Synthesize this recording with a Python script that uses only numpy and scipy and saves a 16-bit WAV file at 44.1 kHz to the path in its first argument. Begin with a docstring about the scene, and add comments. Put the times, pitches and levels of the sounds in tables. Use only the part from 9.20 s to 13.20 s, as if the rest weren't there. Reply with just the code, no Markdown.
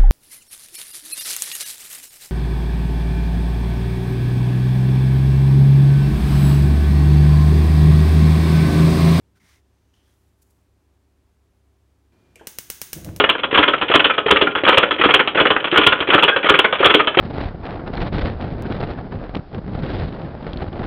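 """Lighting a gas stove

A quiet kitchen hums. A hand brushes over a bamboo steamer and lets go. A gas knob is pushed in and
turned; the igniter snaps about nine times a second under the pan, ringing the metal and the room.
The fifth spark lights the gas with a fluttering whoomph; the two sparks in the flame are much weaker."""
import sys
import numpy as np
from scipy import signal
from scipy.fft import rfft, irfft
from scipy.io import wavfile
from scipy.ndimage import uniform_filter1d

SR = 44100
rng = np.random.default_rng(int(sys.argv[2]) if len(sys.argv) > 2 else 0)


def transcribe(u):
    """Save the signal u as a 16-bit wav file named by the first command-line argument.

    u: samples, shape (n,) or (channels, n), limited to [-1, 1]; the rate is SR.
    q: integer samples, one column per channel.
    """
    v = np.clip(np.atleast_2d(u).T, -1, 1)
    q = np.round(v * 32767).astype(np.int16)
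    wavfile.write(sys.argv[1], SR, q)


N = 176400
T = np.arange(N) / SR


def from_db(db):
    """Decibels to gain."""
    return 10 ** (np.asarray(db) / 20)


def rms_one(x):
    """Scale to rms 1."""
    return x / np.sqrt(np.mean(x ** 2) + 1e-30)


def energy_one(x):
    """Scale to energy 1."""
    return rms_one(x) / np.sqrt(len(x))


def white():
    """White noise."""
    return rng.standard_normal(N)


def colour(x, points):
    """Minimum-phase filter through (Hz, dB) points, rolled off below 20 Hz."""
    hz, db = np.transpose(points)
    bins_hz = np.maximum(np.arange(N + 1) * SR / (2 * N), 1)
    gain = from_db(np.interp(np.log(bins_hz), np.log(hz), db)) * bins_hz / np.hypot(bins_hz, 20)
    cepstrum = irfft(np.log(gain))
    cepstrum[1:N] *= 2
    cepstrum[N + 1:] = 0
    return irfft(rfft(x, 2 * N) * np.exp(rfft(cepstrum)))[:N]


def rolloff(x, hz, kind):
    """Second-order low- or high-pass."""
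    return signal.sosfilt(signal.butter(2, hz, kind, fs=SR, output="sos"), x)


def resonate(x, hz, width_hz):
    """One resonance, applied twice for steep skirts."""
    r = np.exp(-np.pi * width_hz / SR)
    b, a = [1 - r, 0, r - 1], [1, -2 * r * np.cos(2 * np.pi * hz / SR), r * r]
    return signal.lfilter(b, a, signal.lfilter(b, a, x + 1e-18))


def decay(t60_s):
    """Exponential decay."""
    return np.exp(-np.minimum(np.log(1000) * T / t60_s, 60))


def ring(hz, t60_s):
    """Damped sine."""
    return np.sin(2 * np.pi * hz * T) * decay(t60_s)


def add(out, start_s, x):
    """Mix x in from start_s."""
    i = int(np.clip(start_s * SR, 0, N - 1))
    out[i:] += x[:N - i]


def swell(start_s, length_s, rise_share):
    """Rounded rise and fall."""
    corners_s = start_s + length_s * np.array([0, rise_share, 1])
    return np.sin(np.pi / 2 * np.interp(T, corners_s, [0, 1, 0]))


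def tones(rows, steady_s=0.046):
    """Narrow noise lines of wavering pitch and nearly even strength."""
    out = np.zeros(N)
    for hz, db, half_width_hz in rows:
        line = rms_one(resonate(rng.standard_normal(N + SR), hz, 2 * half_width_hz)[SR:])
        power = uniform_filter1d(line ** 2, int(steady_s * SR))
        out += from_db(db) * line / np.sqrt(power + 1e-6)
    return out


def scatter(paths, envelope, size=4096, even_over_hz=935):
    """Burst of dense reflections, flattened so only its fine colour is random; energy 1."""
    x = paths[:size]
    for _ in range(4):
        power = uniform_filter1d(np.abs(rfft(x * envelope[:size])) ** 2, int(even_over_hz * size / SR))
        x = rms_one(irfft(rfft(x) / np.sqrt(power + 1e-20)))
    return energy_one(np.pad(x, (0, N - size)) * envelope)


def walls(split_hz=4060):
    """Diffuse room tail; the treble dies sooner."""
    low = rolloff(white(), split_hz, "low") * decay(t60_s=0.69)
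    return low + rolloff(white(), split_hz, "high") * decay(t60_s=0.45)


def igniter():
    """Each spark rattles between burner and pan by nearly the same paths, ringing metal and room."""
    # Each row: start in seconds, level in dB, room send in dB.
    sparks = [(3.2710, -3.5, -2.5), (3.3860, -1, -4.5), (3.501, -0.5, -2), (3.6158, -2.5, -0.5),
              (3.7310, -1.5, -1.5), (3.8463, -13, -2), (3.9624, -13, -2.5)]
    # Colour of the gap under the pan. Each row: frequency in Hz, gain in dB.
    gap_colour = [(30, -24), (100, -14), (220, 2.5), (500, -3.5), (850, -9), (1300, -8.5), (1700, -3.5),
                  (4500, -5), (5700, 1), (7800, -5.5), (9400, -8), (10500, -5), (11400, -2), (15500, -4)]
    # Burner and pan. Each row: frequency in Hz, level in dB, T60 in seconds.
    metal_modes = [(208, -31.5, 0.026), (793, -38.5, 0.013), (1524, -47.5, 0.12), (2190, -46.5, 0.14),
                   (2900, -47, 0.13), (5844, -28.5, 0.014), (5710, -38, 0.029), (6180, -36, 0.025),
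                   (8980, -35, 0.039), (9450, -21.5, 0.01), (11630, -28.5, 0.016)]
    # Kitchen response. Each row: frequency in Hz, gain in dB.
    room_colour = [(150, 0.5), (350, -7.5), (550, -12), (1200, -5.5), (1600, -0.5), (2300, -3.5),
                   (3000, -1.5), (4500, -1.5), (6400, 4.5), (7800, 0), (9400, 4.5), (10500, -2), (12500, 1),
                   (15500, 3)]
    path_change, room_change = 0.54, 0.41  # fresh noise per spark
    bounce_s = 0.0011  # the crack returns off the pan
    paths = white()
    burst = lambda rise_s, t60_s: energy_one((1 - np.exp(-T / rise_s)) * decay(t60_s))
    crack = burst(rise_s=0.00027, t60_s=0.0059)  # first, hardest reflections
    rattle = from_db(-0.5) * burst(rise_s=0.00031, t60_s=0.01)
    bounce = from_db(-12) * np.interp(T - bounce_s, T, crack)
    envelope = np.sqrt(crack ** 2 + rattle ** 2 + bounce ** 2)
    metal = sum(from_db(db) * ring(hz, t60_s) for hz, db, t60_s in metal_modes)
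    tail = walls()
    early = from_db(-2.5) * energy_one(white() * decay(t60_s=0.061))
    snaps, rings, room = np.zeros((3, N))
    for start_s, db, send_db in sparks:
        snap = np.linalg.norm(envelope) * scatter(paths + path_change * white(), envelope)
        late = from_db(-3.5) * energy_one(tail + room_change * walls())
        add(snaps, start_s, from_db(db) * snap)
        add(rings, start_s, from_db(db) * metal)
        add(room, start_s, from_db(db + send_db) * (early + late))
    return colour(snaps, gap_colour) + rings + colour(room, room_colour)


def flame():
    """Fire runs round the burner: turbulent rumble rings the hollow under the pan."""
    # Flame size. Each row: time in seconds, level in dB.
    growth = [(3.725, -80), (3.741, -43), (3.76, -46.5), (3.773, -34.5), (3.81, -43), (3.85, -37.5),
              (3.885, -30), (3.92, -38), (3.97, -39.5), (4.0, -44.5)]
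    # Turbulence. Each row: frequency in Hz, gain in dB.
    roar_colour = [(25, -10), (60, 4.5), (95, -6.5), (170, 2.5), (250, -8.5), (320, -7.5), (420, -12.5),
                   (710, -15), (820, -27), (1500, -28), (4000, -40), (12000, -49)]
    # Each row: frequency in Hz, level in dB, half-width in Hz.
    hollow_modes = [(62.3, -6.5, 16), (91, -4.5, 17), (161, -8.5, 18), (318.5, -9.5, 15.6),
                    (496, -18.5, 44), (645, -18.5, 85)]
    # Parts of the burner catch. Each row: start in seconds, level in dB, pitch in Hz, T60 in seconds.
    pops = [(3.764, -28.5, 155, 0.12), (3.875, -27, 98, 0.03)]
    # The spreading flame spits. Each row: start in seconds, level in dB.
    spits = [(3.8635, -23), (3.8902, -18), (3.972, -26.5)]
    times_s, size_db = np.transpose(growth)
    envelope = from_db(np.interp(T, times_s, size_db)) * (T > times_s[0])
    roar = from_db(-4) * rms_one(colour(white(), roar_colour))
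    out = envelope * (roar + tones(hollow_modes))
    for start_s, db, hz, t60_s in pops:
        add(out, start_s, from_db(db) * ring(hz, t60_s))
    for start_s, db in spits:
        spit = resonate(white() * decay(t60_s=0.01), hz=556, width_hz=680)
        add(out, start_s, from_db(db) * energy_one(spit))
    return out


def knob():
    """A bright catch, then duller knocks as the valve opens, each with a room tail."""
    # Each row: start in seconds, level in dB, ring in Hz, Q, T60 in seconds, relative tick in dB.
    knocks = [(3.1572, -20.5, 2374, 2.9, 0.04, -4.5), (3.160, -24.5, 475, 1.5, 0.077, -30),
              (3.1949, -29.5, 3130, 7, 0.027, -12), (3.1968, -23.5, 1600, 4.6, 0.025, -30),
              (3.211, -14, 383, 0.96, 0.02, -38), (3.213, -20.5, 861, 7.2, 0.053, -41)]
    # Each row: frequency in Hz, gain in dB.
    tick_colour = [(1000, -16), (3000, -9), (6000, 6), (9500, 5), (10600, -6), (11700, 6), (13000, -7),
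                   (16000, -17)]
    body_tail = from_db(1) * energy_one(decay(t60_s=0.38))
    tick_tail = from_db(-4.5) * energy_one(decay(t60_s=0.67))
    tick_envelope = np.hypot(energy_one(decay(t60_s=0.026)), tick_tail)
    out = np.zeros(N)
    for start_s, db, hz, q, t60_s, tick_db in knocks:
        envelope = np.hypot(energy_one(decay(t60_s)) / 2, body_tail)
        rattle = rms_one(resonate(white(), hz, hz / q)) * envelope
        body = energy_one(rattle + from_db(-1.5) * energy_one(ring(hz, t60_s)))
        tick = energy_one(colour(white(), tick_colour) * tick_envelope)
        add(out, start_s, from_db(db) * (body + from_db(tick_db) * tick))
    return out


def steamer_brushes():
    """Grainy friction of a hand on bamboo slats; the fibres crinkle lightly."""
    # Each row: start and length in seconds, level in dB, rise share, ring in Hz, relative ring in dB.
    strokes = [(0.149, 0.048, -68, 0.37, 1480, 0.5), (0.196, 0.082, -68.5, 0.11, 2090, 0),
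               (0.212, 0.2, -61, 0.5, 2060, -5.5), (.36, 0.53, -80.5, 0.61, 6040, -10),
               (0.734, 0.13, -73.5, .06, 3020, 2), (0.82, 0.17, -72, 0.39, 3300, -6),
               (.96, 0.18, -79, 0.45, 3300, -20)]
    # Each row: start and length in seconds, level in dB.
    crinkles = [(0.79, 0.51, -78.5), (1.123, 0.42, -74.5), (1.214, 0.026, -60.5), (1.301, 0.021, -68.5)]
    # Each row of both: frequency in Hz, gain in dB.
    rub_colour = [(300, -8), (800, 0), (1800, 4), (2600, 0), (5800, -1.5), (7500, -6.5), (9300, -8),
                  (15000, -12.5)]
    crinkle_colour = [(1500, -14), (4000, -11.5), (6500, -4), (11500, -4), (15500, -8.5)]
    # Each row: frequency in Hz, level in dB, half-width in Hz.
    slat_modes = [(6060, -14, 340), (9000, -16, 240)]
    grain_hz, grain_db, ring_q = 150, 1.5, 7
    grain = rms_one(rolloff(white(), grain_hz, "low"))
    friction = white() * from_db(grain_db * grain)
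    rub = rms_one(colour(friction, rub_colour)) + tones(slat_modes)
    crinkle = rms_one(colour(friction, crinkle_colour))
    out = np.zeros(N)
    for start_s, length_s, db, rise_share, hz, ring_db in strokes:
        ringing = from_db(ring_db) * rms_one(resonate(white(), hz, hz / ring_q))
        out += from_db(db) * swell(start_s, length_s, rise_share) * (rub + ringing)
    for start_s, length_s, db in crinkles:
        out += from_db(db) * swell(start_s, length_s, rise_share=0.34) ** 2 * crinkle
    return out


def steamer_bumps():
    """Soft, low bumps as the steamer's body shifts under the hand."""
    # Each row: start and length in seconds, level in dB, pitch in Hz.
    shifts = [(.01, 0.2, -70.5, 176), (0.198, 0.09, -63.5, 165)]
    return sum(swell(start_s, length_s, rise_share=0.24) * tones([(hz, db, hz / 4)])
               for start_s, length_s, db, hz in shifts)


def kitchen():
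    """Room air with appliance and mains hum; louder, with a thin whine, by the stove."""
    # Each row of both: frequency in Hz, gain in dB.
    air_colour = [(25, -15.5), (40, -6), (55, -1.5), (80, -2), (125, -9.5), (330, -12.5), (520, -18.5),
                  (830, -20.5), (1300, -25), (4000, -33), (9000, -36.5), (15500, -41.5)]
    stove_air_colour = [(30, -12), (120, 3), (270, 0), (500, -8), (1000, -13), (5000, -26), (15000, -40)]
    # Each row: frequency in Hz, rms level in dB.
    hum_lines = [(68.5, -65), (100, -70.5), (108, -79), (273, -82.5), (294.7, -83), (344, -84), (393, -79)]
    # Each row: frequency in Hz, level in dB, half-width in Hz.
    whine_lines = [(353, -68, 13), (2410, -78, 17), (2430, -89, 220), (4500, -92, 50)]
    stove_from_s, fade_s = 2.92, 0.0028
    by_stove = np.clip((T - stove_from_s) / fade_s, 0, 1)
    stove = tones(whine_lines) + from_db(-62.5) * rms_one(colour(white(), stove_air_colour))
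    hum = sum(from_db(db) * np.sqrt(2) * np.sin(2 * np.pi * (hz * T + rng.random()))
              for hz, db in hum_lines)
    air = from_db(-66) * rms_one(colour(white(), air_colour))
    return air + hum + by_stove * stove


def scene():
    """All sources, mono."""
    return (kitchen() + steamer_brushes() + steamer_bumps() + knob() + igniter() + flame())[None]


def record(dry):
    """Deepest bass rolled off, top cut steeply."""
    low_cut_hz, high_cut_hz = 27, 15800
    high_cut = signal.ellip(10, 0.2, 70, high_cut_hz, fs=SR, output="sos")
    return signal.sosfilt(high_cut, rolloff(dry, low_cut_hz, "high"))


dry = scene()
out = record(dry)
transcribe(out)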